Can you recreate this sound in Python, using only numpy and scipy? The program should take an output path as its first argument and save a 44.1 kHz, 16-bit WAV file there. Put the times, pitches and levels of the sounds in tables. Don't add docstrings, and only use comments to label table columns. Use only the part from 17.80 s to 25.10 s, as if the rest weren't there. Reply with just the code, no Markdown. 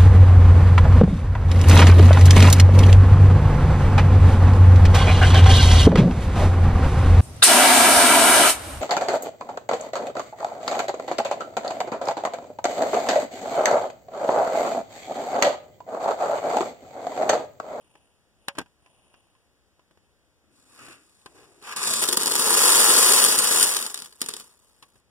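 import sys
import numpy as np
from scipy import signal
from scipy.fft import rfft, irfft
from scipy.io import wavfile
from scipy.ndimage import uniform_filter1d

SR = 44100
rng = np.random.default_rng(int(sys.argv[2]) if len(sys.argv) > 2 else 0)


def inscribe(sig):
    pcm = np.round(np.clip(np.atleast_2d(sig).T, -1, 1) * 32767)
    wavfile.write(sys.argv[1], SR, pcm.astype(np.int16))


N = 321930
TIME_S = np.arange(N) / SR
IMPACT_TIME_S = np.arange(4096) / SR

# freq_hz, density_db
RUSTLE_SPECTRUM = [(40, -29), (120, 6.5), (220, -5), (320, 3), (420, -2), (620, 3.5), (1100, -2.5),
                   (1600, -33), (3000, -39), (6000, -13), (16000, -38)]
# freq_hz, width_hz, gain_db
BOX_MODES = [(380, 130, -20), (800, 237, 1), (1080, 400, 0.5), (1580, 280, 0.5), (2600, 570, -1.5),
             (3394, 230, -4.5), (5000, 2500, -12.5)]
# freq_hz, width_hz, gain_db
TUB_MODES = [(248, 43, -7), (341.2, 87, 2), (422, 130, 4.5), (557, 86, 3.5), (894, 189, 5.5),
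             (1066, 234, 7), (1496, 370, -7), (1585, 200, -7), (77, 120, -18)]


def amp(db):
    return 10 ** (np.asarray(db) / 20)


def unit_rms(x):
    return x / np.sqrt(np.mean(x ** 2) + 1e-20)


def unit_peak(x):
    return x / np.sqrt(uniform_filter1d((x ** 2).mean(0), size=88, mode="constant").max())


def lookup(points, hz):
    freq_hz, value = np.transpose(points)
    return np.interp(np.log(hz + 1), np.log(freq_hz + 1), value)


def envelope(points, fade_s=0.0052):
    time_s, level_db = np.transpose(points)
    outside_s = np.maximum(time_s[0] - TIME_S, 0) + np.maximum(TIME_S - time_s[-1], 0)
    return amp(np.interp(TIME_S, time_s, level_db)) * np.exp(-outside_s / fade_s)


def stroke(start_s, length_s, rise_s, fade_s):
    attack = np.clip((TIME_S - start_s) / rise_s, 0, 1)
    return attack * np.exp(-np.maximum(TIME_S - start_s - length_s, 0) / fade_s)


def add(mix, start_s, sound):
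    part = mix[:, round(start_s * SR):][:, :sound.shape[1]]
    part += sound[:, :part.shape[1]]


def colour(x, spectrum, size=2048):
    log_gain = np.log(amp(lookup(spectrum, abs(np.fft.fftfreq(size, 1 / SR)))))
    taps = np.fft.ifft(np.exp(np.conj(signal.hilbert(log_gain)))).real
    return signal.oaconvolve(x, taps[None, :size // 2], axes=1)[:, :x.shape[1]]


def resonate(x, modes):
    return sum((-1) ** k * amp(db) * signal.lfilter(*signal.iirpeak(hz, hz / width_hz, SR), x)
               for k, (hz, width_hz, db) in enumerate(modes))


def glide(x, hz, width_hz):
    carrier = np.exp(2j * np.pi * np.cumsum(hz) / SR)
    pole = np.exp(-np.pi * width_hz / SR)
    return (carrier * signal.lfilter([(1 - pole) ** 2], [1, -2 * pole, pole ** 2], x / carrier)).real


def contact(chatter_s, snap, scatter_db, scatter_s, size=4096):
    t = IMPACT_TIME_S[:size]
    decay = np.exp(-t / chatter_s) + amp(scatter_db) * np.exp(-t / scatter_s)
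    force = decay * rng.standard_normal((2, size))
    force[0, 2] += snap
    return force / np.sqrt((force ** 2).sum(1, keepdims=True))


def grain(chatter_s, ring_db, ring_s=0.006, low_hz=2600, high_hz=12500, size=700):
    force = contact(chatter_s, snap=4.1, scatter_db=-16, scatter_s=0.0038, size=size)
    t = IMPACT_TIME_S[:size]
    pitch_hz = low_hz * (high_hz / low_hz) ** rng.random()
    ring = np.exp(-t / ring_s) * np.sin(2 * np.pi * (pitch_hz * t + rng.random((2, 1))))
    return force + amp(ring_db) * ring / np.linalg.norm(ring[0])


def impacts(rate_per_s, spread_db, chatter_s, ring_db=-30, variants=300):
    grains = [grain(chatter_s * stretch, ring_db) for stretch in np.geomspace(0.5, 2, variants)]
    struck = rng.random(N) < rate_per_s / SR
    gains = struck * amp(spread_db * np.clip(rng.standard_normal(N), -2, 2))
    gains /= np.sqrt(abs(uniform_filter1d(gains ** 2, size=2000)) + 1e-4)
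    choice = rng.integers(0, variants, N)
    out = np.zeros((2, N))
    for at in np.flatnonzero(gains):
        add(out, at / SR, gains[at] * grains[choice[at]])
    return out


def room_noise(hiss_db=-69, rumble_db=-73, rumble_hz=68):
    # freq_hz, density_db
    hiss_spectrum = [(20, -14), (40, -12), (60, 4), (100, 2), (250, -1.5), (500, -0.5), (1000, -6),
                     (2000, -8), (5000, -12.5), (8000, -16), (9500, -14), (11500, -22), (15500, -24)]
    hiss, rumble = rng.standard_normal((2, 2, N))
    return (amp(hiss_db) * unit_rms(colour(hiss, hiss_spectrum))
            + amp(rumble_db) * unit_rms(resonate(rumble, [(rumble_hz, 45, 0)])))


def camera_handling(rustle_db=-2, case_db=-4, case_hz=2750, port_db=-6, port_hz=9500):
    # start_s, length_s, gain_db
    moves = [(-.1, 0.3, -67.5), (0.55, 0.16, -70.5), (0.99, 0.38, -67.5), (2.158, 0.066, -76.5)]
    slips = impacts(rate_per_s=650, spread_db=4, chatter_s=0.0065)
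    tone = amp(rustle_db) * unit_rms(colour(slips, RUSTLE_SPECTRUM))
    for db, hz, width_hz in (case_db, case_hz, 900), (port_db, port_hz, 800):
        mode = [(hz, width_hz, 0)]
        tone += amp(db) * unit_rms(resonate(resonate(slips, mode), mode))
    return tone * sum(amp(db) * stroke(start_s, length_s, rise_s=0.086, fade_s=0.2)
                      for start_s, length_s, db in moves)


def box_knocks(body_mix_db=-6, crack_mix_db=-7, thud_mix_db=-5, thud_hz=215, base_t60_s=0.069):
    # start_s, gain_db, crack_db, thud_db, chatter_s, ring_hz, ring_db
    blows = [(0.154, -47, -28, -1, 0.005, 840, -1.5), (0.6831, -17.5, 1.5, -11.5, 0.0028, 560, -17),
             (0.752, -44, -7.5, -4, 0.011, 1020, -10), (0.771, -44.5, -7, 5, 0.011, 585, -7),
             (0.783, -23.5, -19, -2.5, 0.002, 1588, -0.5), (0.786, -25, 5.5, 4, 0.0028, 322, -5.5),
             (0.7929, -27.5, -9, 3, 0.0021, 1460, -7), (0.804, -41, -9, 10, 0.007, 929, 2),
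             (.815, -42.5, -13, 11.5, 0.0066, 517, -14), (0.86, -52, -14, -4, .004, 980, -1),
             (1.061, -47, -29, -7, 0.0031, 1020, -5), (1.341, -46.5, -32, -8, 0.0076, 2770, -6),
             (1.551, -58.5, -12.5, -7, .0024, 1056, -0.5), (1.994, -54.5, -28.5, 2, .004, 1000, 2.5),
             (2.11, -57.5, -7, 4, .008, 1170, -16.5), (2.174, -60.5, -24.5, 10, 0.0046, 507, 0.5),
             (3.084, -50, -20.5, 11.5, 0.002, 275, -15), (3.294, -63, 9, -6, .004, 1100, -9),
             (3.367, -65, 6, -6, .003, 1100, -8), (3.415, -59, 6, -11, 0.0036, 1100, -14),
             (3.46, -36, 0.5, -1, 0.004, 1040, -1.5), (3.825, -55, 14.5, 8, 0.0047, 1077, 2),
             (7.025, -41, 1, -13, 0.0095, 1123, -9), (7.157, -55.5, -1, 2, 0.008, 128.6, 3)]
    # freq_hz, density_db
    crack_spectrum = [(500, -21.5), (2000, -28), (4100, 1.5), (5200, -10), (8200, -8.5), (9400, -2.5),
                      (10800, -15.5), (13500, -18), (15500, -27)]
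    lowpass = signal.butter(2, 5000, fs=SR, output="sos")
    out = np.zeros((2, N))
    for start_s, gain_db, crack_db, thud_db, chatter_s, ring_hz, ring_db in blows:
        box_force = contact(chatter_s, snap=2, scatter_db=-2.5, scatter_s=0.0099)
        hollow = unit_peak(signal.sosfilt(lowpass, resonate(box_force, BOX_MODES)))
        crack_force = contact(chatter_s, snap=1.8, scatter_db=-29.5, scatter_s=0.009)
        crack = amp(crack_db + crack_mix_db) * unit_peak(colour(crack_force, crack_spectrum))
        thud_force = contact(chatter_s, snap=15, scatter_db=-17, scatter_s=0.012)
        thud = amp(thud_db + thud_mix_db) * unit_peak(resonate(thud_force, [(thud_hz, 330, 0)]))
        t60_s = base_t60_s * 0.5 ** (thud_db / 10.5)
        plate = np.sin(2 * np.pi * ring_hz * IMPACT_TIME_S) * amp(-60 * IMPACT_TIME_S / t60_s)
        body = amp(body_mix_db) * (hollow + amp(ring_db) * plate)
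        add(out, start_s, amp(gain_db) * (body + crack + thud))
    return out


def grip_rub(hollow_width_hz=150, scuff_hz=1300, rasp_hz=2700):
    # start_s, length_s, rustle_db, hollow_db, from_hz, to_hz, scuff_db
    shifts = [(2.629, 0.6, -76.5, -70.5, 260, 348, -76), (2.975, 0.15, -58, -67, 290, 264, -51.5),
              (3.45, 0.58, -64.5, -66.5, 378, 384, -68.5), (3.545, 0.037, -64.5, -58.5, 377, 415, -84)]
    slips = impacts(rate_per_s=1500, spread_db=0, chatter_s=0.0096)
    rustle = unit_rms(colour(slips, RUSTLE_SPECTRUM))
    scuff = unit_rms(resonate(slips, [(scuff_hz, 500, 0), (rasp_hz, 550, -2)]))
    out = np.zeros((2, N))
    for start_s, length_s, rustle_db, hollow_db, from_hz, to_hz, scuff_db in shifts:
        pitch_hz = np.interp(TIME_S, [start_s, start_s + length_s], [from_hz, to_hz])
        hollow = unit_rms(glide(slips, pitch_hz, hollow_width_hz))
        tone = amp(rustle_db) * rustle + amp(hollow_db) * hollow + amp(scuff_db) * scuff
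        out += stroke(start_s, length_s, rise_s=0.012, fade_s=0.048) * tone
    return out


def dot_slide(box_db=-3, tub_db=-16, grit_db=-7, grit_hz=1150, sizzle_mix_db=-4):
    # start_s, length_s, rise_s, hollow_db, sizzle_db
    slips = [(2.693, 1.54, 0.081, -69.5, -61), (2.865, 0.27, 0.17, -52.5, -53),
             (3.544, 0.1, 0.024, -58.5, -75), (3.81, 0.12, 0.15, -31.5, -40),
             (3.959, 0.12, 0.003, -33, -29.5), (4.011, 0.2, 0.09, -33.5, -21.5),
             (6.439, 0.18, 0.081, -54, -45)]
    # freq_hz, density_db
    scrape_spectrum = [(100, -20.5), (700, -9.5), (1900, -30.5), (3300, -7.5), (4800, -7.5), (6000, -10),
                       (7500, -4), (8400, -4), (9300, -1.5), (10200, -5), (11200, -17), (15500, -20.5)]
    collisions = impacts(rate_per_s=1100, spread_db=-1, chatter_s=0.0036)
    stud_bumps = impacts(rate_per_s=260, spread_db=0, chatter_s=0.0013)
    grit = amp(grit_db) * unit_rms(resonate(stud_bumps, [(grit_hz, 170, 0)]))
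    box = amp(box_db) * unit_rms(resonate(collisions, BOX_MODES))
    tub = amp(tub_db) * unit_rms(resonate(collisions, TUB_MODES))
    sizzle = amp(sizzle_mix_db) * unit_rms(colour(collisions, scrape_spectrum))
    out = np.zeros((2, N))
    for start_s, length_s, rise_s, hollow_db, sizzle_db in slips:
        tone = amp(hollow_db) * (box + tub + grit) + amp(sizzle_db) * sizzle
        out += stroke(start_s, length_s, rise_s, fade_s=0.016) * tone
    return out


def hard_landings(tub_db=-5, flex_db=-5.5, flex_base_hz=290, mic_ring_hz=9350, rebound_db=-6.5):
    # start_s, tick_db, thump_db
    landings = [(3.9635, -28, -39), (3.9723, -32, -43), (4.03, -24.5, -40), (4.1372, -18.5, -38),
                (4.2256, -21.5, -32), (4.2319, -21.5, -37), (4.2387, -16.5, -28), (4.2882, -13.5, -25),
                (4.292, -22, -29), (4.3268, -16, -27), (4.3305, -16.5, -26), (4.343, -25, -36),
                (4.3719, -12.5, -25), (4.3745, -18.5, -22), (4.402, -24, -35), (4.4111, -20, -31),
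                (4.4178, -23, -39), (4.423, -22, -33), (4.4331, -19.5, -31), (4.4592, -17, -29),
                (4.4703, -17, -27), (4.4773, -17.5, -30), (4.5135, -21, -31), (4.5198, -18, -29),
                (4.5543, -15, -28), (4.5623, -17.5, -29), (4.5931, -18, -28), (4.597, -16.5, -28),
                (4.622, -16.5, -29), (4.6641, -19, -28), (4.6738, -20, -24), (4.6825, -20, -27),
                (4.7071, -18, -22), (4.729, -14.5, -23), (4.746, -20, -20), (4.7735, -15, -26),
                (4.7772, -15, -24), (4.819, -14.5, -26), (4.8378, -13.5, -21), (4.849, -15, -23),
                (4.88, -13.5, -22), (4.9, -14, -24), (4.9189, -12.5, -25), (4.9565, -12, -25),
                (4.9792, -14, -24), (4.9885, -12.5, -25), (5.012, -14, -25), (5.043, -13, -25),
                (5.0917, -10.5, -22), (5.1147, -14, -25), (5.1641, -11, -22), (5.168, -11, -22),
                (5.178, -14, -23), (5.2281, -11.5, -21), (5.2625, -13.5, -26), (5.2872, -13, -25),
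                (5.2925, -12, -21), (5.3212, -8.5, -26), (5.335, -13, -26), (5.3891, -13.5, -28),
                (5.399, -12, -27), (5.4185, -14, -29), (5.428, -13.5, -29), (5.4398, -6.5, -27),
                (5.4478, -10, -27), (5.4625, -12, -25), (5.4857, -12, -27), (5.4937, -13.5, -25),
                (5.5146, -14, -26), (5.5243, -16.5, -33), (5.5795, -16.5, -28), (5.5877, -10, -31),
                (5.5958, -16.5, -31), (5.62, -18, -32), (5.6438, -14, -28), (5.6733, -17.5, -31),
                (5.7101, -16.5, -23), (5.7241, -17.5, -32), (5.7597, -16, -30), (5.773, -14.5, -30),
                (5.798, -14.5, -30), (5.8106, -15.5, -30), (5.8275, -7.5, -27), (5.8295, -11, -30),
                (5.8376, -14, -28), (5.8437, -15, -29), (5.8918, -18.5, -34), (5.937, -22, -37),
                (5.9475, -21, -38), (5.9671, -15.5, -41), (5.9895, -25, -39), (6.0253, -24, -36),
                (6.055, -30, -44), (6.0641, -24, -38), (6.0995, -33, -45), (6.1437, -23.5, -50),
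                (6.158, -35, -52), (6.1755, -30.5, -46), (6.19, -33, -47), (6.2005, -35, -50),
                (6.2211, -31.5, -48), (6.247, -38, -52), (6.2597, -40, -56), (6.3259, -46, -60),
                (6.4075, -37, -54), (6.4164, -18, -31), (6.4275, -33, -42), (6.441, -37, -50),
                (6.4613, -29.5, -44), (6.4868, -24.5, -36), (6.4885, -26.5, -37), (6.4925, -31, -42),
                (6.5036, -35, -51), (6.5116, -37, -51), (6.5382, -26, -39), (6.5662, -31, -43),
                (6.5988, -35, -47), (6.6073, -41, -53)]
    # time_s, cover_fraction
    cover_curve = [(4.55, 0), (4.8, 1), (5.8, 1), (5.96, 0.1)]
    # freq_hz, density_db
    snap_spectrum = [(60, -37), (300, -25.5), (1200, -9), (2300, -11), (3300, -8), (4400, -2.5),
                     (6000, -8.5), (8300, -5), (9250, -0.5), (10100, -4), (11200, -13), (13000, -14),
                     (15500, -15.5)]
    out = np.zeros((2, N))
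    for start_s, tick_db, thump_db in landings:
        sharpness = np.clip(0.65 + 0.03 * tick_db, -0.6, 0.8)
        cover = np.interp(start_s, *np.transpose(cover_curve))
        chatter_s = 0.0013 + 0.0006 * cover
        tick_gain = amp(tick_db + 1.5 - 2.5 * cover)
        thump_gain = amp(thump_db - 4.5 * cover)
        rebound_s = 0.003 * rng.uniform(1.0, 1.2)
        for delay_s, tap_db in (0, 0), (rebound_s, rebound_db):
            force = contact(chatter_s, snap=5.5 - 3.7 * cover, scatter_db=-22, scatter_s=0.005)
            snap = colour(signal.lfilter([1, -sharpness], [1], force), snap_spectrum)
            tick = unit_peak(snap + cover * resonate(snap, [(mic_ring_hz, 800, -4)]))
            flex = unit_peak(resonate(force, [(flex_base_hz * rng.uniform(0.85, 1.75), 150, 0)]))
            thump = amp(tub_db) * unit_peak(resonate(force, TUB_MODES)) + amp(flex_db) * flex
            add(out, start_s + delay_s, amp(tap_db) * (tick_gain * tick + thump_gain * thump))
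    return out


def dot_pour(tick_db=-0.5, tub_db=-12.5, full_heap_db=-3, trickle_per_s=520, surge_per_s=1300):
    # time_s, flow_db
    flow_curve = [(4.22, -22.5), (4.3, -27), (4.36, -30.5), (4.41, -28), (4.53, -24.5), (4.6, -22),
                  (4.7, -18.5), (4.87, -14.5), (5.38, -14.5), (5.58, -20.5), (5.81, -17.5), (6.02, -29),
                  (6.13, -41), (6.25, -44.5), (6.3, -55), (6.39, -58), (6.42, -44), (6.61, -49),
                  (6.75, -62), (7.2, -68)]
    # freq_hz, density_db
    tick_spectrum = [(60, -39), (300, -33), (1200, -8.5), (2300, -10), (3300, -13), (4400, -8.5),
                     (6200, -9), (8500, -5), (9250, -1), (10100, -3.5), (11200, -11.5), (13000, -12),
                     (15500, -14.5)]
    flow = envelope(flow_curve)
    heap = np.cumsum(flow) / flow.sum()
    rate_per_s = trickle_per_s + surge_per_s * flow / flow.max()
    hits = impacts(rate_per_s, spread_db=1, chatter_s=0.0018, ring_db=-6.5)
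    ticks = amp(tick_db) * flow * unit_rms(colour(hits, tick_spectrum))
    drum = amp(tub_db + full_heap_db * heap) * flow ** 0.93 * unit_rms(resonate(hits, TUB_MODES))
    return ticks + drum


def room(x, wet_db, build_s=0.0062):
    # freq_hz, t60_s
    decay_times = [(150, 0.25), (1000, 0.056), (4000, 0.1), (9000, 0.023), (16000, 0.028)]
    hz, t, bands = signal.stft(rng.standard_normal((2, SR // 2)), SR, nperseg=256)
    bands *= amp(-60 * t / lookup(decay_times, hz)[:, None])
    tail = signal.istft(bands * (1 - np.exp(-t / build_s)), SR, nperseg=256)[1]
    return x + amp(wet_db) * signal.fftconvolve(x, tail / np.linalg.norm(tail[0]), axes=1)[:, :N]


def scene(low_cut_hz=55):
    box = room(box_knocks() + grip_rub(), wet_db=-36)
    stream = room(dot_slide() + dot_pour(), wet_db=-12)
    landings = room(hard_landings(), wet_db=-13)
    highpass = signal.butter(2, low_cut_hz, "highpass", fs=SR, output="sos")
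    return signal.sosfilt(highpass, box + stream + landings) + camera_handling() + room_noise()


def record(dry, band_limit_hz=15700):
    # freq_hz, lead_rad
    port_phase = [(90, -2.2), (170, -1.2), (260, -0.5), (600, 0), (1550, -0.1), (2100, -3.1), (2700, -4.0),
                  (3000, -5.9), (3450, -6.6), (3850, -9.6), (4550, -9.6), (5300, -12.4), (6000, -15.1),
                  (6400, -15.8), (7000, -18.4), (7400, -18.8), (8500, -22.1), (9400, -25.2), (10000, -27.6),
                  (12200, -34.5)]
    # freq_hz, coherence_fraction
    port_coherence = [(40, .3), (90, .6), (200, .7), (420, .96), (550, .9), (680, .45), (800, .96),
                      (1200, .97), (1650, .55), (1950, .6), (2130, .96), (2400, .8), (2750, .3),
                      (3150, .88), (3380, .88), (3570, .15), (3850, .96), (4120, 1), (4450, .95),
                      (4850, .45), (5300, .9), (5600, .5), (6000, .5), (6300, .98), (6750, .5), (7400, .97),
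                      (7900, .7), (8500, .95), (9400, .95), (10250, .92), (11200, .7), (13000, .25)]
    # freq_hz, left_minus_right_db
    port_balance = [(60, 2.5), (300, 5.5), (600, -0.4), (4100, 1), (8500, 0.7), (9300, 3), (11000, -0.5),
                    (14500, 2.8)]
    hz = np.fft.rfftfreq(N, 1 / SR)
    direct, other = rfft(dry)
    coherence = np.clip(lookup(port_coherence, hz), 0, 1)
    left = direct * np.exp(1j * lookup(port_phase, hz))
    right = coherence * direct + np.sqrt(1 - coherence ** 2) * other
    lean = amp(lookup(port_balance, hz) / 2)
    pair = np.clip(irfft(np.array([left * lean, right / lean]), N), -1, 1)
    lowpass = signal.firwin(255, band_limit_hz, window=("kaiser", 9), fs=SR)
    return signal.oaconvolve(pair, lowpass[None], "same")


dry = scene()
out = record(dry)
inscribe(out)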